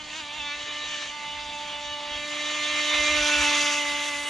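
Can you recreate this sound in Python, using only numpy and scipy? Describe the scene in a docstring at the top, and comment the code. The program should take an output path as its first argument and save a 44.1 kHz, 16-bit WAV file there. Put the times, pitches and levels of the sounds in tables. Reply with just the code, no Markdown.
"""A small electric model speedboat comes round a lake, its two-bladed propeller briefly racing clear of the
water. Motor and propeller whine through the hull, a stack of tones whose balance turns with the heading,
while the churned water hisses in step with the blades and a light wind buffets both microphone ports.
Just after three seconds the boat passes close by the shore, slapping waves as the strongest gust hits.
Then whine and churn fade as it leaves, and a fine mist brightens the hiss."""
import sys
import numpy as np
from scipy import signal
from scipy.fft import rfft, irfft
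from scipy.io import wavfile
from scipy.ndimage import uniform_filter1d

SR = 44100
rng = np.random.default_rng(int(sys.argv[2]) if len(sys.argv) > 2 else 0)


def inscribe(sig):
    """Save sig as 16-bit PCM at rate SR to the path in sys.argv[1].

    A 1-D sig is mono; a 2-D sig holds one channel per row.
    Samples are clipped to [-1, 1] before scaling.
    """
    pcm = np.round(np.clip(np.atleast_2d(sig).T, -1, 1) * 32767)
    wavfile.write(sys.argv[1], SR, pcm.astype(np.int16))


N = 189365


def amp(db):
    """Decibels to gain."""
    return 10 ** (np.asarray(db) / 20)


def unit_rms(x):
    """Normalises to rms 1."""
    return x / np.sqrt(np.mean(abs(x) ** 2) + 1e-20)


def at_hz(points, hz):
    """Reads an EQ-style curve on a log frequency axis."""
    f, value = np.transpose(points)
    return np.interp(np.log(hz + 1), np.log(f + 1), value)


def lane(rows, column, t=None):
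    """Plays one column of a table as an automation lane."""
    rows = np.array(rows)
    return np.interp(np.arange(N) / SR if t is None else t, rows[:, 0], rows[:, column])


def swells(rows, column, rise_s, fall_s):
    """An envelope with one bell-shaped swell per row, peaking at the row's time."""
    t = np.arange(N) / SR
    return sum(row[column] * np.exp(-((t - row[0]) / np.where(t < row[0], rise_s, fall_s)) ** 2)
               for row in rows)


def drift(top_hz, count):
    """Independent slow random modulators of rms 1."""
    white = rng.standard_normal((count, 4096))
    hz = np.fft.rfftfreq(4096, N / SR / 4096)
    slow = irfft(rfft(white) / (1 + (hz / top_hz) ** 2))
    slow /= slow.std(1, keepdims=True)
    return np.array([np.interp(np.linspace(0, 4095, N), np.arange(4096), row) for row in slow])


def pan(db):
    """Left and right gains, mean 1, for a pan given as left minus right in dB."""
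    ratio = amp(db)
    return 2 * np.array([ratio, np.ones_like(ratio)]) / (1 + ratio)


# EQ of the wind rumble: f/Hz, level/dB
WIND_EQ = [(12, -26), (20, -14), (38, 5), (54, 11), (76, 4.5), (119, -8.5), (231, -33), (260, -3.5),
           (340, -39), (570, -120)]
# the stronger gusts: peak t/s, level/dB, pan/dB
GUSTS = [(0.0, -59, 0), (0.41, -59, 5), (0.58, -62, 4), (0.83, -53, 0.5), (1.39, -57, 3), (1.5, -58, 1),
         (1.83, -55, 0), (1.92, -64, 0), (2.159, -50.5, 0), (2.51, -59, 1), (2.72, -67, 0), (2.99, -52, 9),
         (3.17, -37.5, 4.5), (3.42, -43, 7), (3.94, -56, 7), (4.2, -64, -1)]


def wind():
    """Gusts buffet the two ports: a lumpy rumble, only partly shared between them."""
    even_n = N + N % 2
    hz = np.fft.rfftfreq(even_n, 1 / SR)
    white = rng.standard_normal((3, even_n))
    shared, left, right = irfft(rfft(white) * amp(at_hz(WIND_EQ, hz)))[:, :N]
    rumble = np.array([left + 0.81 * shared, right + 0.92 * shared])
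    rumble *= amp(2.2 * drift(top_hz=8, count=2))
    gusts = [(t, amp(db + side / 2), amp(db - side / 2)) for t, db, side in GUSTS]
    strength = np.array([swells(gusts, port, rise_s=0.056, fall_s=0.06) for port in (1, 2)])
    return unit_rms(rumble) * (amp(-67) + strength)  # a faint floor between gusts


# the pass-by, also riding the water and whine faders: t/s, whine level/dB, water level/dB, nearness/0-1
PASS_BY = [(0.0, -41.5, -46.5, 0), (0.1, -45, -39.5, 0.03), (0.17, -37, -39, 0.3),
           (0.25, -40.5, -43.5, 0.1), (0.33, -38, -44.5, 0), (0.43, -36.5, -42.5, 0.2),
           (0.52, -31.5, -41, 0.37), (0.57, -38, -39.5, 0.17), (0.7, -36.5, -38.5, 0.38),
           (1.03, -35, -36.5, 0.26), (1.09, -40.5, -39.5, 0.2), (1.14, -37.5, -42.5, 0.04),
           (1.27, -36.5, -42, 0.07), (2.08, -36, -42, 0.12), (2.35, -33.5, -36.5, 0.27),
           (2.66, -29, -33, 0.38), (2.85, -28.5, -31, 0.52), (3.13, -23.5, -29.5, 0.44),
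           (3.21, -27, -29, 0.88), (3.44, -26, -27, 1), (3.7, -28, -28, 1), (3.85, -29.5, -31.5, 0.52),
           (4.05, -31.5, -33.5, 0.45), (4.29, -34, -37.5, 0.25)]


def nearness(t=None):
    """Crossfade from the far colour (0) to the close colour (1) as the boat passes."""
    return lane(PASS_BY, 3, t)


# stereo width, boat far and near: f/Hz, left-right likeness/0-1
LIKENESS_FAR, LIKENESS_NEAR = [(60, 1), (200, 0.86), (400, 0.71), (1200, 0.8), (1550, 0.17), (1900, 1),
                               (3000, 1), (5000, 0.9), (5700, 0.74), (6800, 0.61), (7600, 0.41),
                               (9300, 0.37), (10500, .15), (14900, .35)], [(60, .3), (200, .8), (400, 1), (1200, 1), (1550, .85),
                                             (1900, 0.74), (3000, 1), (5000, 0.93), (6000, 1), (6800, 0.96),
                                             (8200, .3), (9300, 0.81), (10500, .12), (14900, .2)]
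# pan across the spectrum, boat far and near: f/Hz, pan/dB
PAN_FAR, PAN_NEAR = [(60, -6), (400, 2.5), (900, -3.5), (1300, -2.5), (1600, 7), (2000, -1.5), (2700, -3),
                     (4200, -0.5), (5800, 2), (6800, -1.5), (7700, 1), (9000, 1.5), (10700, -10),
                     (12000, 1), (14900, -6)], [(60, 7.5), (400, -1.5), (900, 5), (1300, -1.5), (1700, -0.5), (2100, 1),
                                   (2700, -0.5), (4200, -1.5), (5800, 0.5), (6800, 9), (7500, 5),
                                   (9000, -1.5), (10700, -17.5), (12000, 0), (14900, -3)]
# how far the left port leads: f/Hz, phase/rad
LEFT_LEAD = [(100, -0.5), (1000, 0.67), (1450, 0.8), (1650, -0.35), (2400, 0.82), (3000, 0), (5500, 0),
             (6300, 0.5), (7200, 0.5), (8000, -2), (10000, -1.5), (11500, -5), (15000, 0)]


def hiss(far_eq, near_eq, patchy_db, flicker_db):
    """Stereo noise of rms 1 with drifting patches; its EQ and image morph from far to near."""
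    hop = 128
    frames, hz = N // hop + 5, np.fft.rfftfreq(512, 1 / SR)
    left_re, left_im, other_re, other_im, patches = rng.standard_normal((frames, 257, 5)).T
    patches = uniform_filter1d(patches, size=6, axis=0)  # smear over frequency
    patches = unit_rms(uniform_filter1d(patches, size=16, axis=1))  # and over time
    flicker = unit_rms(uniform_filter1d(rng.standard_normal(frames), size=3))
    near = nearness(np.arange(frames) * hop / SR)

    def morph(far_curve, near_curve):
        return at_hz(far_curve, hz)[:, None] * (1 - near) + at_hz(near_curve, hz)[:, None] * near

    colour = amp(morph(far_eq, near_eq))
    colour /= np.sqrt((colour ** 2).mean(0))
    likeness = np.clip(morph(LIKENESS_FAR, LIKENESS_NEAR), 0, 1)
    left = left_re + 1j * left_im
    right = likeness * left + np.sqrt(1 - likeness ** 2) * (other_re + 1j * other_im)
    right *= np.exp(-1j * at_hz(LEFT_LEAD, hz))[:, None]
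    spectra = np.array([left, right]) * pan(morph(PAN_FAR, PAN_NEAR)) * colour
    spectra *= amp(patchy_db * patches + flicker_db * flicker)
    return unit_rms(signal.istft(spectra, nperseg=512, noverlap=512 - hop)[1][:, :N])


# EQ of the lake ambience: f/Hz, level/dB
MURMUR_EQ = [(35, -46), (60, -6), (107, -4), (226, -5), (243, -7), (280, 3), (360, -39), (620, -120)]


def lake_murmur():
    """A steady low bed of wind over the lake; its stereo image shifts as the boat nears."""
    return amp(-57.5) * hiss(MURMUR_EQ, MURMUR_EQ, patchy_db=1.5, flicker_db=0.4)


# blade rate as heard on the shore: t/s, f/Hz
BLADE_RATE = [(0.0, 300.5), (0.27, 294), (0.5, 290.7), (0.6, 296), (0.92, 297.6), (1.06, 295), (2.02, 294),
              (2.58, 298.8), (2.71, 298), (3.13, 298.7), (3.44, 293.6), (3.79, 293.3), (3.95, 290.9),
              (4.06, 293), (4.16, 289.8), (4.29, 293.8)]
# the propeller breaks out of the water and races: peak t/s, extra f/Hz, extra water level/dB
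RACES = [(0.0, 5.6, 1.5), (0.185, 25.7, -0.5), (0.375, 12, 3)]
RACE_RISE_S, RACE_FALL_S = 0.04, 0.025


def propeller():
    """Running count of blade passes, the clock for water and whine; the chop makes the speed tremble."""
    hz = lane(BLADE_RATE, 1) + swells(RACES, 1, RACE_RISE_S, RACE_FALL_S)
    tremble = 1 + 0.00177 * drift(top_hz=14, count=1)[0]
    return np.cumsum(hz * tremble) / SR


# EQs of the three water layers, boat far and near: f/Hz, level/dB
CHURN_FAR, CHURN_NEAR = [(100, -35), (200, -28), (440, -14), (740, -7.5), (1030, -6.5), (1330, -11.5),
                         (1620, -8.5), (2200, -6.5), (2800, -3), (3400, -3), (4000, -9.5), (4600, -25),
                         (5200, -15.5), (6500, -38), (9000, -89)], [(100, -50), (200, -48), (440, -17.5), (740, -21.5), (1030, -4),
                                            (1330, -2.5), (1620, -7), (2200, 0), (2800, 1.5), (3400, 2),
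                                            (4000, -3), (4600, -4.5), (5200, -11), (6500, -35), (9000, -88)]
SPRAY_FAR, SPRAY_NEAR = [(2470, -30), (4200, 2.5), (4570, 1.5), (5290, -10), (5740, -4.5), (6970, -1.5),
                         (7740, -14), (8600, -17), (11200, -40), (18900, -120)], [(2240, -16.5), (3800, -14), (4010, -19), (4070, -33),
                                            (4980, -5.5), (5750, 1), (6500, 1), (7100, -4), (8600, -14.5),
                                            (11200, -39), (18900, -120)]
MIST_FAR, MIST_NEAR = [(6000, -28), (8000, 6), (8600, -5), (9500, -5.5), (10300, -5), (11000, -20),
                       (11800, -26), (13000, -19), (14500, -24), (15400, -30)], [(6000, -31), (8000, -6), (8600, -12), (9300, 6), (10200, -7.5),
                                         (11000, -14), (11800, -16), (13000, -15), (14500, -21),
                                         (15400, -30)]
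# mist fader, relative to the churn: t/s, level/dB
MIST_FADER = [(0, -21), (.3, -19), (.6, -27), (1.03, -29), (1.15, -20), (2.1, -18), (2.3, -20.5), (3., -20),
              (3.44, -19), (3.9, -15.5), (4.2, -8.5), (4.29, -2)]
# the hull slaps a wave and throws up water: peak t/s, extra level/dB
SPLASHES = [(0.57, 1.5), (1.03, 1), (2.16, 1.5), (2.58, -1.5), (2.95, 3.5), (3.04, 1), (3.17, 1.5),
            (3.27, 2.5), (3.44, 1), (3.6, 1), (3.72, 1), (3.91, 2), (4.05, 2)]
SPRAY_FAR_DB, SPRAY_NEAR_DB = -6.5, -4.5  # relative to the churn
CHOP_DB, CHOP_HZ = 1, 4  # the chop shakes each layer's level


def water(blade_passes):
    """Churn behind the hull, spray and fine mist, each puffing as a blade breaks the surface."""
    def puff(depth):
        angle = 2 * np.pi * blade_passes
        return unit_rms(1 + depth * np.cos(angle) + 0.35 * depth * np.cos(2 * angle + 0.46))

    near = nearness()
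    water_db = lane(PASS_BY, 2) + swells(RACES, 2, RACE_RISE_S, RACE_FALL_S)
    water_db += swells(SPLASHES, 1, rise_s=0.012, fall_s=0.029)
    churn_db, spray_db, mist_db = water_db + CHOP_DB * drift(CHOP_HZ, count=3)
    spray_db += SPRAY_FAR_DB * (1 - near) + SPRAY_NEAR_DB * near
    mist_db += lane(MIST_FADER, 1)
    churn = amp(churn_db) * puff(0.13) * hiss(CHURN_FAR, CHURN_NEAR, patchy_db=1.93, flicker_db=0.8)
    spray = amp(spray_db) * puff(0.18) * hiss(SPRAY_FAR, SPRAY_NEAR, patchy_db=1.6, flicker_db=1.0)
    mist = amp(mist_db) * puff(0.11) * hiss(MIST_FAR, MIST_NEAR, patchy_db=1.3, flicker_db=0.59)
    return churn + spray + mist


# five timbres of the hull: multiple of the blade rate, then level/dB in each timbre
HULL_TIMBRES = [(3.09, -5, -35, -37, -32, 0.5), (4, -8.5, -37, -9, -9.5, -19),
                (5, -22, -1.5, -42, -34, -52), (6, -19.5, -10, -1, -37, -42), (7, -26, -19, -29, 2.5, -33),
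                (7.82, -22, -3, -4.5, -24, -22), (9.04, -39, -1, -9, -24, -10.5),
                (10, -2, -35, -4, -20, -32), (10.96, -28, -17, -5, -25, -7.5),
                (12, -42, -43, -6.5, -27, -2), (13.1, -33, -32, -2.5, -18, -13.5),
                (13.9, -28.5, -36, -12.5, -37, -20), (15, -24, -37, -11, -43, -23.5),
                (15.595, -17, -25, -17, -53, -15), (17.5, -30, -30, -37, -49, -26.5),
                (19.6, -37.5, -28, -18, -32, -19), (22, -27, -38, -19, -34, -28)]
# the mix that reaches the shore as the heading changes: t/s, then gain/0-1 of each timbre
HEADING_MIX = [(0, 0.35, 0.23, 0.088, 0.34, .05), (.1, .3, 0.33, 0.29, 0.34, .1),
               (.2, .4, 0.29, 0.17, 0.23, 0.14), (.3, 0.11, .05, 0.44, 0.046, 0.39),
               (.38, 0.37, 0.11, 0.16, .3, .4), (.44, 0.15, 0.15, 0.36, 0.18, 0.42),
               (.5, 0.056, 0.27, 0.35, 0.33, 0.21), (.54, .02, 0.51, 0.52, 0.41, 0.16),
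               (.6, 0.41, 0.077, .65, 0.29, 0.024), (1.08, .33, .03, 1, 0.12, 0.067),
               (1.12, 0.66, .1, 0.049, 0.37, .3), (1.36, 0.21, 0.075, .1, 0.27, .4),
               (1.44, 0.18, .25, 0.047, .2, 0.82), (1.6, 0.21, 0.12, 0.077, 0.13, 0.88),
               (1.68, .5, .2, 0.11, .12, 0.32), (1.82, 0.18, 0.12, 0.16, 0.13, 0.88),
               (1.92, 0.65, 0.077, .35, .1, 0.072), (2.02, 0.52, 0.072, 0.14, 0.18, .65),
               (2.14, 0.39, 0.18, .3, .2, .3), (2.19, 0.15, 0.17, 0.44, 0.45, 0.084),
               (2.6, 0.082, 0.076, 0.68, 0.58, 0.041), (3.14, 0.014, 0.15, 0.35, 0.66, 0.037),
               (3.27, 0.39, 0.8, .03, .1, 0.16), (3.38, 0.29, 0.57, .03, 0.077, 0.089),
               (3.45, 0.38, 0.36, .1, .2, 0.23), (3.55, 0.18, .3, 0.18, 0.42, 0.28),
               (3.64, 0.19, 0.4, .1, 0.58, 0.22), (3.77, 0.41, 0.12, .03, 0.64, 0.19),
               (4.29, 0.29, 0.12, 0.13, 0.47, .15)]
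# unlike blades add odd shaft harmonics: multiple of the blade rate, level/dB relative to the whine
SHAFT_TONES = [(4.5, -30.5), (5.5, -31), (7.5, -20.5), (8.5, -41), (10.5, -24), (11.5, -48)]
# the two lowest tones leave the hull evenly all round: t/s, first level/dB, second level/dB
HUM = [(0.0, -56, -58), (0.18, -53, -55.5), (0.27, -57.5, -55.5), (0.6, -55.5, -50.5), (1.01, -54, -49),
       (1.11, -59, -55.5), (1.5, -57.5, -49.5), (2.03, -56, -44.5), (2.33, -47, -43), (2.62, -46, -43),
       (2.9, -42.5, -39), (3.14, -39.5, -33), (3.44, -37.5, -38), (3.8, -43.5, -40), (4.29, -49, -46)]


def hull_tones():
    """What the hull radiates towards the shore, as (multiple of the blade rate, gain envelope) pairs."""
    table, columns = np.array(HULL_TIMBRES), range(1, 6)
    harmonics = np.arange(3, 24)
    timbres = np.array([amp(np.interp(harmonics, table[:, 0], table[:, j])) for j in columns])
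    gains = timbres.T @ np.array([lane(HEADING_MIX, j) for j in columns])
    gains /= np.linalg.norm(gains, axis=0)  # the heading changes colour at constant power
    fader = amp(lane(PASS_BY, 1))
    shaft = [(order, amp(db) * fader) for order, db in SHAFT_TONES]
    hum = [(order, amp(lane(HUM, order))) for order in (1, 2)]
    return list(zip(harmonics, gains * fader)) + shaft + hum


def whine(blade_passes, flutter_db=2.5, wander_rad=0.096, spread_rad=0.21):
    """Motor and propeller sing on the blade rate; higher tones flutter, wander and spread more."""
    tones = hull_tones()
    spread = drift(top_hz=7.6, count=len(tones))
    flutter = drift(top_hz=12.8, count=len(tones))
    wander = drift(top_hz=14.0, count=len(tones))
    start = rng.random(len(tones))
    out, near = np.zeros((2, N)), nearness()
    for i, (order, gain) in enumerate(tones):
        angle = 2 * np.pi * (order * blade_passes + start[i]) + wander_rad * np.sqrt(order) * wander[i]
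        peak = np.sqrt(2) * gain * amp(flutter_db * min(order / 7, 1.3) * flutter[i])
        pan_db = at_hz(PAN_FAR, order * 296.0) * (1 - near) + at_hz(PAN_NEAR, order * 245.0) * near
        right_lag = at_hz(LEFT_LEAD, order * 240.0) - spread_rad * min(order / 5, 1) * spread[i]
        out += peak * pan(pan_db) * np.cos([angle, angle - right_lag])
    return out


# the boat leans to the right as it passes: t/s, pan/dB
BOAT_PAN = [(0, -0.2), (1, -0.5), (2, -0.5), (2.6, -0.9), (3.1, -2.4), (3.5, -2.1), (4, -0.3), (4.29, -0.7)]


def scene():
    """The mix: whine and water pan together, over gusting wind and a low lake murmur."""
    blade_passes = propeller()
    boat = whine(blade_passes) + water(blade_passes)
    side_db = lane(BOAT_PAN, 1) / 2
    return boat * amp([side_db, -side_db]) + wind() + lake_murmur()


def record(dry):
    """A steep high cut on the whole mix."""
    high_cut = signal.firwin(511, cutoff=15300, window=("kaiser", 9), fs=SR)
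    return signal.oaconvolve(dry, high_cut[None], "same")


dry = scene()
out = record(dry)
inscribe(out)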